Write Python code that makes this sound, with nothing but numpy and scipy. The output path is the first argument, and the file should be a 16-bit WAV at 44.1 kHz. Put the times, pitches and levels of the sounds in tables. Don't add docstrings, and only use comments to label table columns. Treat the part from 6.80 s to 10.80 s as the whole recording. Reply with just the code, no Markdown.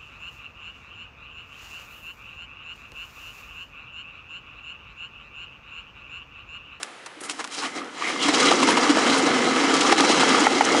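import sys
import numpy as np
from scipy import signal
from scipy.fft import rfft, irfft, next_fast_len
from scipy.io import wavfile
from scipy.ndimage import uniform_filter1d, minimum_filter1d, map_coordinates

SR = 44100
rng = np.random.default_rng(int(sys.argv[2]) if len(sys.argv) > 2 else 0)


def dump_mix(stems):
    frames = np.atleast_2d(stems).T
    limited = np.clip(frames, -1, 1)
    pcm = np.round(limited * 32767).astype(np.int16)
    wavfile.write(sys.argv[1], SR, pcm)


N = 176400

# time in seconds, then relative rumble, rattle and fizz in dB.
ROLLING = [(0, -51, -42.5, -51.5), (.35, -73, -66, -74), (.395, -61, -74, -67), (.43, -48, -44, -59),
           (.57, -49, -47.5, -47), (.72, -50.5, -47, -55), (0.819, -50, -39, -39), (.91, -45, -41, -46),
           (1.03, -39, -40, -54), (1.12, -45.5, -45, -51), (1.2, -43.5, -34.5, -39),
           (1.29, -36.5, -32.5, -34.5), (1.38, -33.5, -34.5, -37.5), (1.45, -30.5, -25.5, -26.5),
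           (1.52, -30, -28.5, -32), (1.57, -23.5, -24, -26), (1.68, -25.5, -22, -26.5),
           (1.76, -23.5, -26, -28), (1.97, -24, -24, -31), (2.14, -25, -27, -32.5),
           (2.2, -25.5, -24.5, -29.5), (2.34, -24, -22, -26), (2.44, -23, -26, -30.5),
           (2.52, -22, -23, -29), (2.66, -24.5, -24.5, -30), (2.86, -22.5, -23, -29),
           (3.04, -24.5, -24.5, -26.5), (3.16, -24.5, -26, -29), (3.31, -23.5, -23, -26.5),
           (3.6, -22, -21, -26), (3.7, -24.5, -26, -29), (3.78, -23, -24, -28), (3.835, -25, -27, -29.5),
           (3.88, -25, -23.5, -29.5), (4, -20, -24.5, -26.5)]
# peak time and length in seconds, then relative rumble, rattle, fizz in dB.
SURGES = [(0.266, 0.0089, -57, -39.5, -54), (0.417, 0.0045, -37, -43, -52), (0.451, 0.018, -46, -41, -44.5),
          (0.504, 0.015, -42, -39, -33), (0.6, 0.014, -40.5, -30.5, -37.5), (0.738, 0.033, -58, -43, -35.5),
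          (0.787, 0.018, -37, -35.5, -37.5), (0.845, 0.025, -36, -30, -35), (0.968, 0.023, -36, -34, -36),
          (1.28, 0.016, -40, -36, -44), (1.427, 0.013, -46, -42, -26), (1.486, 0.0056, -24, -20.5, -24),
          (1.545, 0.012, -22, -22.5, -21), (1.604, 0.0079, -24, -32, -20), (1.665, 0.03, -22.5, -34, -22.5),
          (1.714, 0.0063, -18, -21, -19.5), (1.827, 0.0099, -21, -30, -22.5), (1.888, 0.022, -23, -24, -24),
          (1.974, .015, -25, -26, -27), (2.028, 0.044, -32, -24, -28.5), (2.098, 0.013, -24, -24, -23.5),
          (2.181, 0.03, -28, -26, -30.5), (2.301, 0.013, -20, -38, -25.5), (2.467, 0.015, -26, -23.5, -29),
          (2.943, 0.0052, -24, -40, -26), (3.011, 0.0059, -28, -41, -19.5),
          (3.085, 0.04, -24.5, -22.5, -30), (3.124, 0.0062, -20, -15, -19),
          (3.203, 0.0076, -38, -17.5, -26), (3.182, .006, -40, -22, -22.5), (3.301, 0.021, -22.5, -28, -23),
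          (3.406, 0.033, -34.5, -28, -26.5), (3.493, 0.0059, -27, -25, -23.5),
          (3.54, 0.0065, -28, -40, -52), (3.759, 0.0061, -23, -49, -50), (3.248, 0.0073, -25, -33, -26),
          (3.96, 0.0047, -34, -36, -39)]
# centre in Hz, width in Hz, level in dB.
TUBE_MODES = [(157.3, 20, -15.5), (251, 31.4, -4), (271.6, 33, -0.5), (306.5, 57, -3), (360, 133, -6.5),
              (459, 65, -3)]
FRAME_MODES = [(780, 134, 0.5), (990, 186, -3.5), (1232, 148, 1), (1700, 170, -8.5), (2085, 160, 0),
               (2330, 58, -33)]
AXLE_MODES = [(2990, 320, 0.5), (3223, 200, 1.5), (4004, 214, 2.5), (4710, 630, -5.5), (5370, 210, -4.5),
              (5860, 400, -6.5)]
# frequency in Hz, level in dB.
RUMBLE_BED = [(25, -51), (55, -69), (80, -39), (115, -27), (200, -14.5), (400, -12), (600, -15.5),
              (900, -15.5), (2000, -69)]
RATTLE_BED = [(150, -75.5), (450, -12.5), (700, -8.5), (1500, -5), (2400, -12.5), (3200, -12), (6000, -70)]
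FIZZ_BED = [(1000, -39), (2200, -2), (2800, -0.5), (5000, -2.5), (7000, -5), (8500, -10), (10000, -16),
            (11500, -26.5)]
# frequency in Hz, level in dB.
AIR_COLOUR = [(25, -58), (90, -8.5), (250, -1.5), (500, 4.5), (900, 2), (1800, 3.5), (3000, -0.5),
              (6000, -13), (11000, -16.5)]
CLACK_COLOUR = [(100, -48), (500, -17), (1200, -1), (3500, -1.5), (7000, -6.5), (11000, -11.5)]
# start in seconds, relative level in dB, t60 in seconds.
CLACKS = [(0.0275, -20, 0.009), (0.031, -4.5, 0.0082), (0.2605, -25, 0.046), (0.407, -29, 0.027),
          (0.4367, -19, .012), (0.4969, -7.5, 0.011), (.506, -24, .008), (.598, -19, .007),
          (0.6422, -14, 0.013), (0.6474, -15, 0.0082), (0.6748, -17, 0.0087), (1.045, -27, .01),
          (1.223, -29, 0.0064), (1.362, -31, 0.007), (1.547, -13, .014), (1.833, -5, .014),
          (1.887, -10, .012), (1.905, -7, 0.013), (2.293, -15, .014), (2.768, -14, .008), (2.94, -5, .012),
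          (2.955, -8, .01), (3.126, -12, .012), (3.206, -2, .012)]
# start in seconds, relative level in dB, pitch in Hz.
THUMPS = [(0.367, -32, 310), (0.783, -26, 300), (0.979, -25, 333), (1.452, -6, 284), (1.484, -6, 300),
          (1.823, -11, 293), (1.878, -6, 285), (2.094, -3, 297), (2.163, -6, 291), (3.203, -3, 275)]
# peak time and length in seconds, centre and width in Hz, level in dB.
SCRAPES = [(0.413, 0.007, 8900, 4000, -39.5), (0.449, 0.021, 8100, 4000, -39.5),
           (0.792, 0.023, 4670, 1500, -34.5), (0.839, 0.018, 960, 350, -31),
           (0.854, 0.022, 2390, 1500, -34.5), (0.985, 0.01, 2100, 300, -33), (0.993, 0.065, 1270, 150, -42),
           (1.09, 0.042, 1470, 90, -48), (1.272, 0.054, 2100, 450, -29), (1.286, 0.022, 5500, 6000, -40.5),
           (1.431, 0.035, 3120, 500, -28), (1.667, 0.054, 3330, 700, -38), (1.68, 0.068, 1230, 250, -26.5),
           (1.909, 0.02, 9600, 900, -38), (2.387, 0.01, 7000, 4000, -31), (3.075, .012, 5770, 900, -26),
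           (3.606, 0.0062, 6500, 1800, -25), (3.852, 0.0043, 6260, 1500, -22.5)]
# start in seconds, relative level in dB, pitch factor.
KNOCKS = [(.6485, -22.5, 1.25), (1.222, -14.5, 1.41), (1.305, -18, 1.45), (1.361, -17, 1.4),
          (1.715, -7, 0.97), (1.724, -11, 1.44), (1.829, -7, 1.27), (1.888, -7.5, 1.15),
          (1.974, -6.5, 1.14), (2.066, -12.5, 1.4), (2.17, -10, 0.8), (2.351, -16, 0.87),
          (2.488, -13, 0.91), (3.05, -10.5, 1.44), (3.096, -11, 1.35), (3.1255, -3, 0.95),
          (3.209, -10.5, 0.95), (3.238, -8.5, 0.99), (3.433, -8, 1.04), (3.546, -8, 1.47),
          (3.668, -1, 1.014), (3.718, -13, 0.97), (3.8087, -0.5, 1.026), (3.8875, -11.5, 1.5),
          (3.947, -7.5, 1)]
# base pitch in Hz, level in dB, t60 of a full ring in seconds.
KNOCK_MODES = [(772, -5.5, 0.037), (834, 4.5, 0.036), (1032, -9.5, 0.017), (1327, -8, 0.037),
               (1910, -5, 0.02), (2077, -5.5, 0.019)]

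RUMBLE, RATTLE, FIZZ = range(3)


def amp(db):
    return 10 ** (np.asarray(db) / 20)


def unit(x):
    return x / np.sqrt(np.mean(x ** 2) + 1e-20)


def steady(x, window):
    return x / np.sqrt(np.abs(uniform_filter1d(x ** 2, window)) + 1e-12)


def colour(points, f):
    hz, db = np.transpose(points)
    return amp(np.interp(np.log(f + 1), np.log(hz), db))


def resonance(hz, width, db, f):
    detuning = (hz * hz - f * f) / (1.5 * width * (f + 1))
    return amp(db) / (1 + detuning ** 2)


def filtered(x, response):
    size = next_fast_len(N + SR // 2)
    return irfft(rfft(x, size) * response(np.fft.rfftfreq(size, 1 / SR)), size)[:N]


def impulse_response(gain, size=4096):
    cepstrum = irfft(np.log(gain(np.fft.rfftfreq(size, 1 / SR)) + 1e-5))
    cepstrum[1:size // 2] *= 2
    cepstrum[size // 2 + 1:] = 0
    return irfft(np.exp(rfft(cepstrum)))


def wobble(knots_per_s):
    knots = rng.standard_normal(4000)
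    return map_coordinates(knots, [np.arange(N) * knots_per_s / SR], mode="mirror")


def add(track, start, sound):
    i = max(0, round(start * SR))
    track[i:i + len(sound)] += sound[:max(0, N - i)]


def outdoor_air(level_db=-45.5):
    return amp(level_db) * unit(filtered(rng.standard_normal(N), lambda f: colour(AIR_COLOUR, f)))


def load(part, rise=.55, fall=1.05):
    t, rolling = np.arange(N) / SR, np.array(ROLLING)
    power = amp(np.interp(t, rolling[:, 0], rolling[:, part + 1])) ** 2
    for peak, length, *db in SURGES:
        width = length * np.where(t < peak, rise, fall)
        power += amp(db[part]) ** 2 * np.exp(-((t - peak) / width) ** 2)
    return np.sqrt(power)


def chatter(modes, bed, contacts_per_s, spread_db, sway_db):
    def ring(gain):
        hits = (rng.random(N) < contacts_per_s / SR) * rng.choice([-1, 1], N)
        sizes = amp(spread_db * rng.standard_normal(N))
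        return signal.oaconvolve(steady(hits * sizes, SR // 25), impulse_response(gain))[:N]

    body = ring(lambda f: colour(bed, f))
    for mode in modes:
        body += ring(lambda f: resonance(*mode, f)) * unit(amp(sway_db * wobble(knots_per_s=32)))
    return steady(body, SR // 24)


def rollers(rumble_db=-1.06, full_speed_s=1.23, bright_db=12, bright_hz=9000, flutter_db=0.86):
    tubes = chatter(TUBE_MODES, RUMBLE_BED, contacts_per_s=1500, spread_db=3.5, sway_db=1.2)
    frame = chatter(FRAME_MODES, RATTLE_BED, contacts_per_s=1500, spread_db=2.5, sway_db=2.8)
    bearings = chatter(AXLE_MODES, FIZZ_BED, contacts_per_s=3800, spread_db=3, sway_db=3.2)
    rumble = amp(rumble_db) * load(RUMBLE) * tubes
    rattle = load(RATTLE) * frame
    fizz = load(FIZZ) * bearings
    slow = np.clip(1 - np.arange(N) / SR / full_speed_s, 0, 1)
    fizz += slow * amp(bright_db) * filtered(fizz, lambda f: f ** 6 / (f ** 6 + bright_hz ** 6))
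    return (rumble + rattle + fizz) * amp(flutter_db * wobble(knots_per_s=51))


def axle_ticks(per_s=110, low_hz=2845, high_hz=7180, t60=.011, range_db=19, loss_db=8, level_db=-11.5):
    out, t = np.zeros(N), np.arange(SR // 40) / SR
    for when, pitch, size, pace in rng.random((int(per_s * N / SR), 4)):
        hz = low_hz * (high_hz / low_hz) ** pitch
        gap_s = .003 + .006 * pace
        for bounce in range(3):
            phase_drift = .14 * np.cumsum(rng.standard_normal(len(t)))
            fade = amp(range_db * size - loss_db * bounce - 60 * t / t60)
            add(out, when * N / SR + bounce * gap_s, fade * np.sin(2 * np.pi * hz * t + phase_drift))
    return amp(level_db) * load(FIZZ) * unit(out)


def tube_boom(hz, attack_s=0.0071, t60=0.085):
    t = np.arange(SR // 8) / SR
    fade = amp(-60 * t / t60) * (1 - np.exp(-t / attack_s))
    return fade * np.sin(2 * np.pi * hz * t)


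def drumming(per_s=26, centre_hz=290.1, pitch_spread=0.118, spread_db=2, level_db=-7.5):
    out = np.zeros(N)
    for k, (late, pitch, size) in enumerate(rng.standard_normal((int(per_s * N / SR), 3))):
        boom = tube_boom(centre_hz * np.exp(pitch_spread * pitch))
        add(out, (k + .3 * late) / per_s, amp(spread_db * size) * boom)
    return amp(level_db) * load(RUMBLE) * unit(out)


def clacks(attack_s=.0004, tail_db=-23, tail_t60=0.082, level_db=-1):
    out, t = np.zeros(N), np.arange(SR // 10) / SR
    attack = 1 - np.exp(-t / attack_s)
    for start, db, t60 in CLACKS:
        fade = amp(-60 * t / t60) + amp(tail_db - 60 * t / tail_t60)
        add(out, start, amp(db + level_db) * rng.standard_normal(len(t)) * attack * fade)
    return filtered(out, lambda f: colour(CLACK_COLOUR, f))


def thumps(level_db=-1):
    out = np.zeros(N)
    for start, db, hz in THUMPS:
        add(out, start, amp(db + level_db) * tube_boom(hz))
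    return out


def scrapes():
    out, t = np.zeros(N), np.arange(N) / SR
    for peak, length, hz, width, db in SCRAPES:
        ring = unit(filtered(rng.standard_normal(N), lambda f: resonance(hz, width, 0, f)))
        out += amp(db) * ring * np.exp(-((t - peak) / length) ** 2)
    return out


def knocks(attack_s=.001, crack_db=-13, crack_t60=0.011, full_ring_db=-1.5, spread_db=1.5, low_hz=300):
    out, t = np.zeros(N), np.arange(SR // 10) / SR
    for start, db, pitch in KNOCKS:
        ring_share = .5 + .5 * min(1, amp(db - full_ring_db))
        ring = np.zeros(len(t))
        for hz, mode_db, t60 in KNOCK_MODES:
            fade = amp(mode_db + rng.normal(0, spread_db) - 60 * t / (t60 * ring_share))
            ring += fade * np.sin(2 * np.pi * hz * pitch * t)
        crack = amp(crack_db - 60 * t / crack_t60) * rng.standard_normal(len(t))
        hit = (ring + crack) * (1 - np.exp(-t / attack_s))
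        add(out, start, amp(db) * hit / np.abs(hit).max())
    return signal.sosfilt(signal.butter(2, low_hz, "high", fs=SR, output="sos"), out)


def scatter(slide, t60=0.051, level_db=-15.5):
    t = np.arange(SR // 4) / SR
    tail = rng.standard_normal(len(t)) * amp(-60 * t / t60)
    return amp(level_db) * signal.fftconvolve(slide, tail / np.linalg.norm(tail))[:N]


def scene():
    slide = rollers() + axle_ticks() + drumming() + thumps() + knocks() + clacks() + scrapes()
    return (slide + scatter(slide) + outdoor_air())[None]


def record(dry, limit_db=-2.5, hold_s=0.029, top_hz=11130):
    mic, hold = dry[0], int(hold_s * SR) | 1
    needed = np.minimum(1, amp(limit_db) / (np.abs(mic) + 1e-9))
    held = minimum_filter1d(needed, hold, origin=hold // 2)
    limited = mic * uniform_filter1d(held, size=64)
    return filtered(limited, lambda f: 1 / np.sqrt(1 + (f / top_hz) ** 240))[None]


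dry = scene()
out = record(dry)
dump_mix(out)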